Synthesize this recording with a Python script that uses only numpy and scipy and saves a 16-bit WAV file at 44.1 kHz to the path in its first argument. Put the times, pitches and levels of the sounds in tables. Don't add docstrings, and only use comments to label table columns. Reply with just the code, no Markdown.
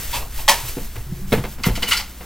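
import sys
import numpy as np
from scipy import signal
from scipy.fft import rfft, irfft
from scipy.io import wavfile

SR = 44100
rng = np.random.default_rng(int(sys.argv[2]) if len(sys.argv) > 2 else 0)


def materialize(psi):
    bounded = np.clip(np.atleast_2d(psi).T, -1, 1)
    quanta = np.round(bounded * 32767).astype(np.int16)
    wavfile.write(sys.argv[1], SR, quanta)


N = 99225
HZ = np.fft.rfftfreq(N, 1 / SR)
T = np.arange(N) / SR
RING = T[:SR * 3 // 4]

# frequency_hz, density_db (per Hz)
OBJECT_COLOUR = [(100, -44), (350, -13.5), (680, -4), (950, 5), (1400, -9.5), (1850, -3.5), (2800, -1.5),
                 (4500, -4.5), (8000, -10.5), (11000, -12.5), (16000, -16.5)]
# frequency_hz, t60_s
NEAR_DECAY = [(150, 0.42), (1000, 0.27), (4000, 0.15), (14000, 0.22)]


def amp(db):
    return 10 ** (np.asarray(db) / 20)


def unit(x):
    return x / np.sqrt(np.mean(x ** 2) + 1e-20)


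def read(points, hz):
    f, value = np.transpose(points)
    return np.interp(np.log(hz + 1), np.log(f + 1), value)


def add(mix, s, sound):
    part = mix[max(round(s * SR), 0):][:len(sound)]
    part += sound[:len(part)]


def noise(colour, size, tilt_db=0):
    hz = np.fft.rfftfreq(size, 1 / SR)
    gain = amp(read(colour, hz) + tilt_db * np.log2(np.maximum(hz, 250)))
    phase = 2 * np.pi * rng.random(len(hz))
    return unit(irfft(gain * np.exp(1j * phase), size))


def grain(t, depth_db):
    grain_s = 0.0022
    knots = np.arange(0, t[-1], max(grain_s, 1 / SR))
    flicker = rng.standard_normal(len(t))[:len(knots)]
    return amp(depth_db * np.interp(t, knots, flicker))


def fade(x, t60s, hold):
    hz, t, z = signal.stft(x, SR, nperseg=256)
    z = z * 10 ** (-3 * np.maximum(t - hold, 0) / read(t60s, hz)[:, None])
    return signal.istft(z, SR, nperseg=256)[1][:len(x)]


def mode(hz, rise, t60, rough):
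    knots = np.linspace(0, RING[-1], num=80)
    random_points = rng.standard_normal(len(knots)) + 1j * rng.standard_normal(len(knots))
    wobble = np.interp(RING, knots, random_points)
    decay = np.exp(-np.log(1000) * np.maximum(RING - rise, 0) / t60)
    swell = np.minimum(RING / rise, 1) * decay
    uneven = swell * (1 + rough * wobble)
    tone = (uneven * np.exp(2j * np.pi * (hz * RING + rng.random()))).real
    return np.sqrt(2) * tone * np.linalg.norm(swell) / np.linalg.norm(uneven)


def blow(colour, modes, contact, tilt_db, attack, crack_db, damping, room_db, modes_db, rough, centre_hz):
    # frequency_hz, t60_s
    room_decay = [(150, 0.17), (1000, 0.38), (4000, 0.34), (14000, 0.35)]
    crack_s, chatter_db, room_rise_s = 0.0017, 2.8, 0.015
    near_t60 = [(f, t60 / damping) for f, t60 in NEAR_DECAY]
    near = fade(noise(colour, len(RING), tilt_db), near_t60, contact)
    crack = 1 + amp(crack_db) * np.exp(-RING / crack_s)
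    near = near * crack * unit(grain(RING, chatter_db))
    room = fade(noise(colour, len(RING), tilt_db), room_decay, contact)
    room = room * (1 - np.exp(-RING / room_rise_s))
    ring = np.zeros(len(RING))
    for hz, db, t60 in modes:
        lift_db = np.minimum(tilt_db * np.log2(hz / centre_hz), 3)
        ring += amp(db + lift_db) * mode(hz, contact, t60, rough)
    return np.minimum(RING / attack, 1) * (near + amp(room_db) * room) + amp(modes_db) * ring


def hiss():
    # frequency_hz, density_db (per Hz)
    hiss_colour = [(170, -2), (300, -6), (600, -13.5), (1500, -14.5), (4000, -27.5), (10000, -40),
                   (16000, -18)]
    return amp(-44) * noise(hiss_colour, N)


def hum():
    hum_hz, rms_db = 59.2, -40
    return amp(rms_db) * np.sqrt(2) * np.sin(2 * np.pi * (hum_hz * T + rng.random()))


def rumble():
    # start_s, level_db
    rumble_levels = [(0, -31), (.3, -26.5), (.6, -31.5), (1.45, -29), (1.56, -32), (1.75, -26), (2.05, -36),
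                     (2.25, -47)]
    # frequency_hz, density_db (per Hz)
    rumble_colour = [(10, 3.5), (30, -1.5), (50, -6), (80, -13.5), (130, -19), (300, -45), (1000, -74)]
    return amp(np.interp(T, *np.transpose(rumble_levels))) * noise(rumble_colour, N)


def rustle():
    # start_s, level_db
    rustle_levels = [(0, -28.5), (.1, -32), (.16, -24.5), (.22, -35), (.29, -42), (.4, -29.5), (.455, -38),
                     (.56, -30.5), (.64, -32.5), (.69, -27.5), (.74, -35.5), (.85, -36), (.9, -41.5),
                     (.97, -39.5), (1.1, -44.5), (1.19, -41.5), (1.26, -45), (1.34, -32.5), (1.42, -41.5),
                     (1.53, -38), (1.57, -47), (1.62, -44), (1.665, -22), (1.71, -38.5), (1.765, -35.5),
                     (1.81, -38.5), (1.84, -31.5), (1.872, -40), (1.888, -20), (1.935, -28), (1.99, -30.5),
                     (2.05, -42.5), (2.25, -42)]
    # frequency_hz, density_db (per Hz)
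    rustle_colour = [(150, 4), (500, 3), (1000, 1.5), (2000, 5), (4000, 4), (8000, 4), (11000, 3.5),
                     (14500, 10.5), (16000, 0.5)]
    cloth = unit(noise(rustle_colour, N) * grain(T, depth_db=1))
    return cloth * amp(np.interp(T, *np.transpose(rustle_levels)))


def ticks():
    # start_s, level_db, contact_s
    tick_events = [(1.968, -24.5, .008), (1.997, -29, 0.0098)]
    # frequency_hz, density_db (per Hz)
    tick_colour = [(4100, -22), (4550, 0), (5500, -6), (6100, -19), (16000, -25)]
    tick_t60 = [(f, t60 / 2) for f, t60 in NEAR_DECAY]
    out = np.zeros(N)
    for s, db, contact in tick_events:
        add(out, s, amp(db) * fade(noise(tick_colour, len(RING)), tick_t60, contact))
    return out


def scuffs():
    # start_s, level_db, length_s, treble_corner_hz
    scuff_events = [(.129, -24.5, 0.033, 9050), (0.203, -34, 0.019, 500), (.386, -33, 0.014, 1500)]
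    # frequency_hz, level_db, width_hz
    scuff_peaks = [(950, 0, 46), (2660, -3, 40), (2900, -8, 68), (3470, -0.5, 420), (4700, -3.5, 480)]
    slips_per_s, release_s, grit_db = 1200, 0.015, -2
    ring = np.zeros(len(RING))
    for hz, db, width in scuff_peaks:
        ring += amp(db) * unit(np.exp(-np.pi * width * RING) * np.sin(2 * np.pi * hz * RING))
    grit = fade(noise(OBJECT_COLOUR, len(RING)), NEAR_DECAY, 0)
    ring = unit(ring) + amp(grit_db) * unit(grit)
    out = np.zeros(N)
    for s, db, length, corner_hz in scuff_events:
        signs = np.sign(rng.standard_normal(len(RING)))
        slips = unit(signs * (rng.random(len(RING)) < slips_per_s / SR))
        push = np.exp(-np.maximum(RING - length, 0) / release_s)
        soft = signal.lfilter([1], [1, -np.exp(-2 * np.pi * corner_hz / SR)], ring)
        add(out, s, amp(db) * signal.fftconvolve(push * slips, soft / np.linalg.norm(soft)))
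    return out


def thumps():
    # start_s, level_db, pitch_hz, rise_s, t60_s
    thump_events = [(0.16, -31.5, 123, 0.011, 0.11), (0.494, -32, 208, 0.013, 0.092),
                    (0.63, -29, 118.7, 0.0058, 0.21), (0.766, -26, 260, 0.0051, 0.077),
                    (.767, -32, 435, 0.0038, .12), (.955, -30, 107.3, 0.018, 0.24),
                    (1.06, -33, 134.4, 0.0073, 1.6), (1.081, -44, 361, 0.044, 0.86),
                    (1.116, -21, 160.6, 0.01, 0.091), (1.212, -33, 189.5, 0.016, 0.87),
                    (1.325, -21, 214.4, 0.0014, 0.32), (1.325, -20.5, 127.7, 0.0031, 0.39),
                    (1.337, -9.5, 442, 0.0018, 0.031), (1.375, -20, 154, 0.0032, 0.18),
                    (1.387, -16, 119.7, 0.0037, 0.077), (1.592, -35.5, 241.4, 0.0054, 0.13),
                    (1.667, -5.5, 168, 0.00466, 0.025), (1.683, -18.5, 112, 0.0029, 0.21),
                    (1.695, -16.5, 47.4, 0.014, 0.21), (1.698, -27.5, 200.6, 0.0072, 0.22),
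                    (1.824, -38.5, 193.7, 0.0041, 0.9)]
    out = np.zeros(N)
    for s, db, hz, rise, t60 in thump_events:
        add(out, s, amp(db) * mode(hz, rise, t60, rough=0.35))
    return out


def clinks():
    # start_s, level_db, contact_s, brightness_db (per octave), ring_hz (the favoured mode), ring_db
    clink_events = [(1.635, -24.5, 0.003, 3, 2520, -6), (1.64, -25.5, 0.0037, -4.5, 2104, 2),
                    (1.655, -36, 0.0013, 2, 2800, -0.5), (1.668, -32.5, .002, -11, 2100, -4),
                    (1.754, -28, 0.006, 3.5, 4560, -8), (1.828, -21.5, 0.0023, 1.5, 2936, 5.5),
                    (1.871, -31.5, 0.01, 2.5, 2930, 8.5), (1.91, -20, 0.0075, 2, 1348, -3),
                    (1.917, -21, 0.0045, -0.5, 2862, 7), (1.921, -14.5, 0.0027, 2, 2923, 0.5),
                    (1.973, -25, 0.005, 5, 4675, 5.5), (1.996, -32.5, 0.0048, -7, 2074, -4)]
    # frequency_hz, density_db (per Hz)
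    clink_colour = [(200, -90), (800, -11.5), (1350, -6.5), (1750, -12), (2100, 0), (2500, -8), (3100, -4),
                    (3600, -10), (4700, -6.5), (5400, -14), (6200, -14), (10000, -22.5), (16000, -38)]
    # frequency_hz, level_db, t60_s
    clink_modes = [(1402, -13, 0.35), (2050, -5.5, 0.14), (2740, -13, 0.23), (3000, -9, 0.22),
                   (4060, -16.5, .3), (4600, -23, 0.21)]
    ring_t60_s = 0.042
    out = np.zeros(N)
    for s, db, contact, tilt_db, hz, ring_db in clink_events:
        body = blow(clink_colour, clink_modes, contact, tilt_db, attack=0.00058, crack_db=-17,
                    damping=1.36, room_db=-8.5, modes_db=-3, rough=0.99, centre_hz=2820)
        ring = amp(ring_db) * mode(hz, contact, ring_t60_s, rough=0.83)
        add(out, s, amp(db) * (body + ring))
    return out


def knocks():
    # start_s, level_db, contact_s, brightness_db (per octave)
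    knock_events = [(0.767, -29.5, 0.013, -4), (.956, -35.5, 0.0094, 1), (1.321, -18, 0.0012, 0),
                    (1.3265, -16.5, 0.00087, 1), (1.337, -22, 0.015, -5), (1.377, -28.5, 0.0056, -1.5),
                    (1.438, -27.5, 0.0042, -0.5), (1.452, -33.5, 0.0017, 0.5), (1.583, -37.5, 0.019, -2),
                    (1.66, -24.5, 0.012, -3.5), (1.681, -24.5, 0.0051, -1.5), (1.775, -32, 0.0017, -1.5),
                    (1.821, -27, 0.015, 1.5), (2.208, -36, 0.0076, -1)]
    # frequency_hz, density_db (per Hz)
    desk_colour = [(60, -4.5), (150, -2.5), (400, -6), (750, -8.5), (1100, -9.5), (1600, -11), (2600, -12),
                   (4500, -19), (7000, -30), (16000, -24.5)]
    # frequency_hz, level_db, t60_s
    desk_modes = [(215.2, -6, 0.41), (309, -8, .15), (365.8, -5.5, 0.19), (488, 0.5, 0.14),
                  (702.8, -5.5, 0.17), (885, -7.5, 0.24), (2095, -4.5, 0.09)]
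    out = np.zeros(N)
    for s, db, contact, tilt_db in knock_events:
        knock = blow(desk_colour, desk_modes, contact, tilt_db, attack=0.00093, crack_db=-17,
                     damping=1.78, room_db=-11.5, modes_db=-8.5, rough=0.28, centre_hz=564)
        add(out, s, amp(db) * knock)
    return out


def clacks():
    # start_s, level_db, contact_s, brightness_db (per octave), ring_db (of the clear modes)
    clack_events = [(.479, -11, 0.0019, 0.5, -6), (.4848, -7, 0.005, 1.5, -6), (0.599, -35.5, .004, 3, -18)]
    # frequency_hz, level_db, t60_s
    clack_modes = [(573, -7.5, 0.19), (730, -10.5, 0.17), (875, -2.5, 0.11), (944, -5.5, 0.18),
                   (1075, -3, 0.17), (1760, -8.5, 0.16), (1924, -10, 0.18), (2660, -10.5, 0.077),
                   (2800, -12, 0.086), (5040, -14, 0.16), (7815, -12, 0.18)]
    out = np.zeros(N)
    for s, db, contact, tilt_db, ring_db in clack_events:
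        clack = blow(OBJECT_COLOUR, clack_modes, contact, tilt_db, attack=0.0019, crack_db=-6,
                     damping=1.15, room_db=-10.5, modes_db=ring_db, rough=0.37, centre_hz=2200)
        add(out, s, amp(db) * clack)
    return out


def scene():
    # frequency_hz, difference_db (part that differs between left and right), left_phase_lead_rad
    pair = [(300, -70, 0), (1500, -55, .005), (3000, -28, .1), (4600, -15, .33), (7400, -11, .92),
            (10500, -10.5, 1.3), (14000, -11.5, 1.85)]
    scatter_s = 0.014
    background = hiss() + hum() + rumble() + rustle()
    events = ticks() + scuffs() + thumps() + clinks() + knocks() + clacks()
    sound = rfft(background + events)
    turn = np.exp(.5j * read([(f, lead) for f, _, lead in pair], HZ))
    scatter = rng.standard_normal(len(RING)) * np.exp(-RING / scatter_s)
    differs = amp(read([(f, db) for f, db, _ in pair], HZ))
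    apart = differs * rfft(scatter / np.linalg.norm(scatter), N)
    left_right = np.array([(1 + apart) * turn, (1 - apart) / turn])
    return irfft(sound * left_right / np.hypot(1, differs), N)


def record(dry):
    edge_hz = 16250
    held = dry / (1 + dry ** 8) ** (1 / 8)
    lowpass = signal.firwin(511, edge_hz, window=("kaiser", 8), fs=SR)
    return signal.oaconvolve(held, lowpass[None], "same")


dry = scene()
out = record(dry)
materialize(out)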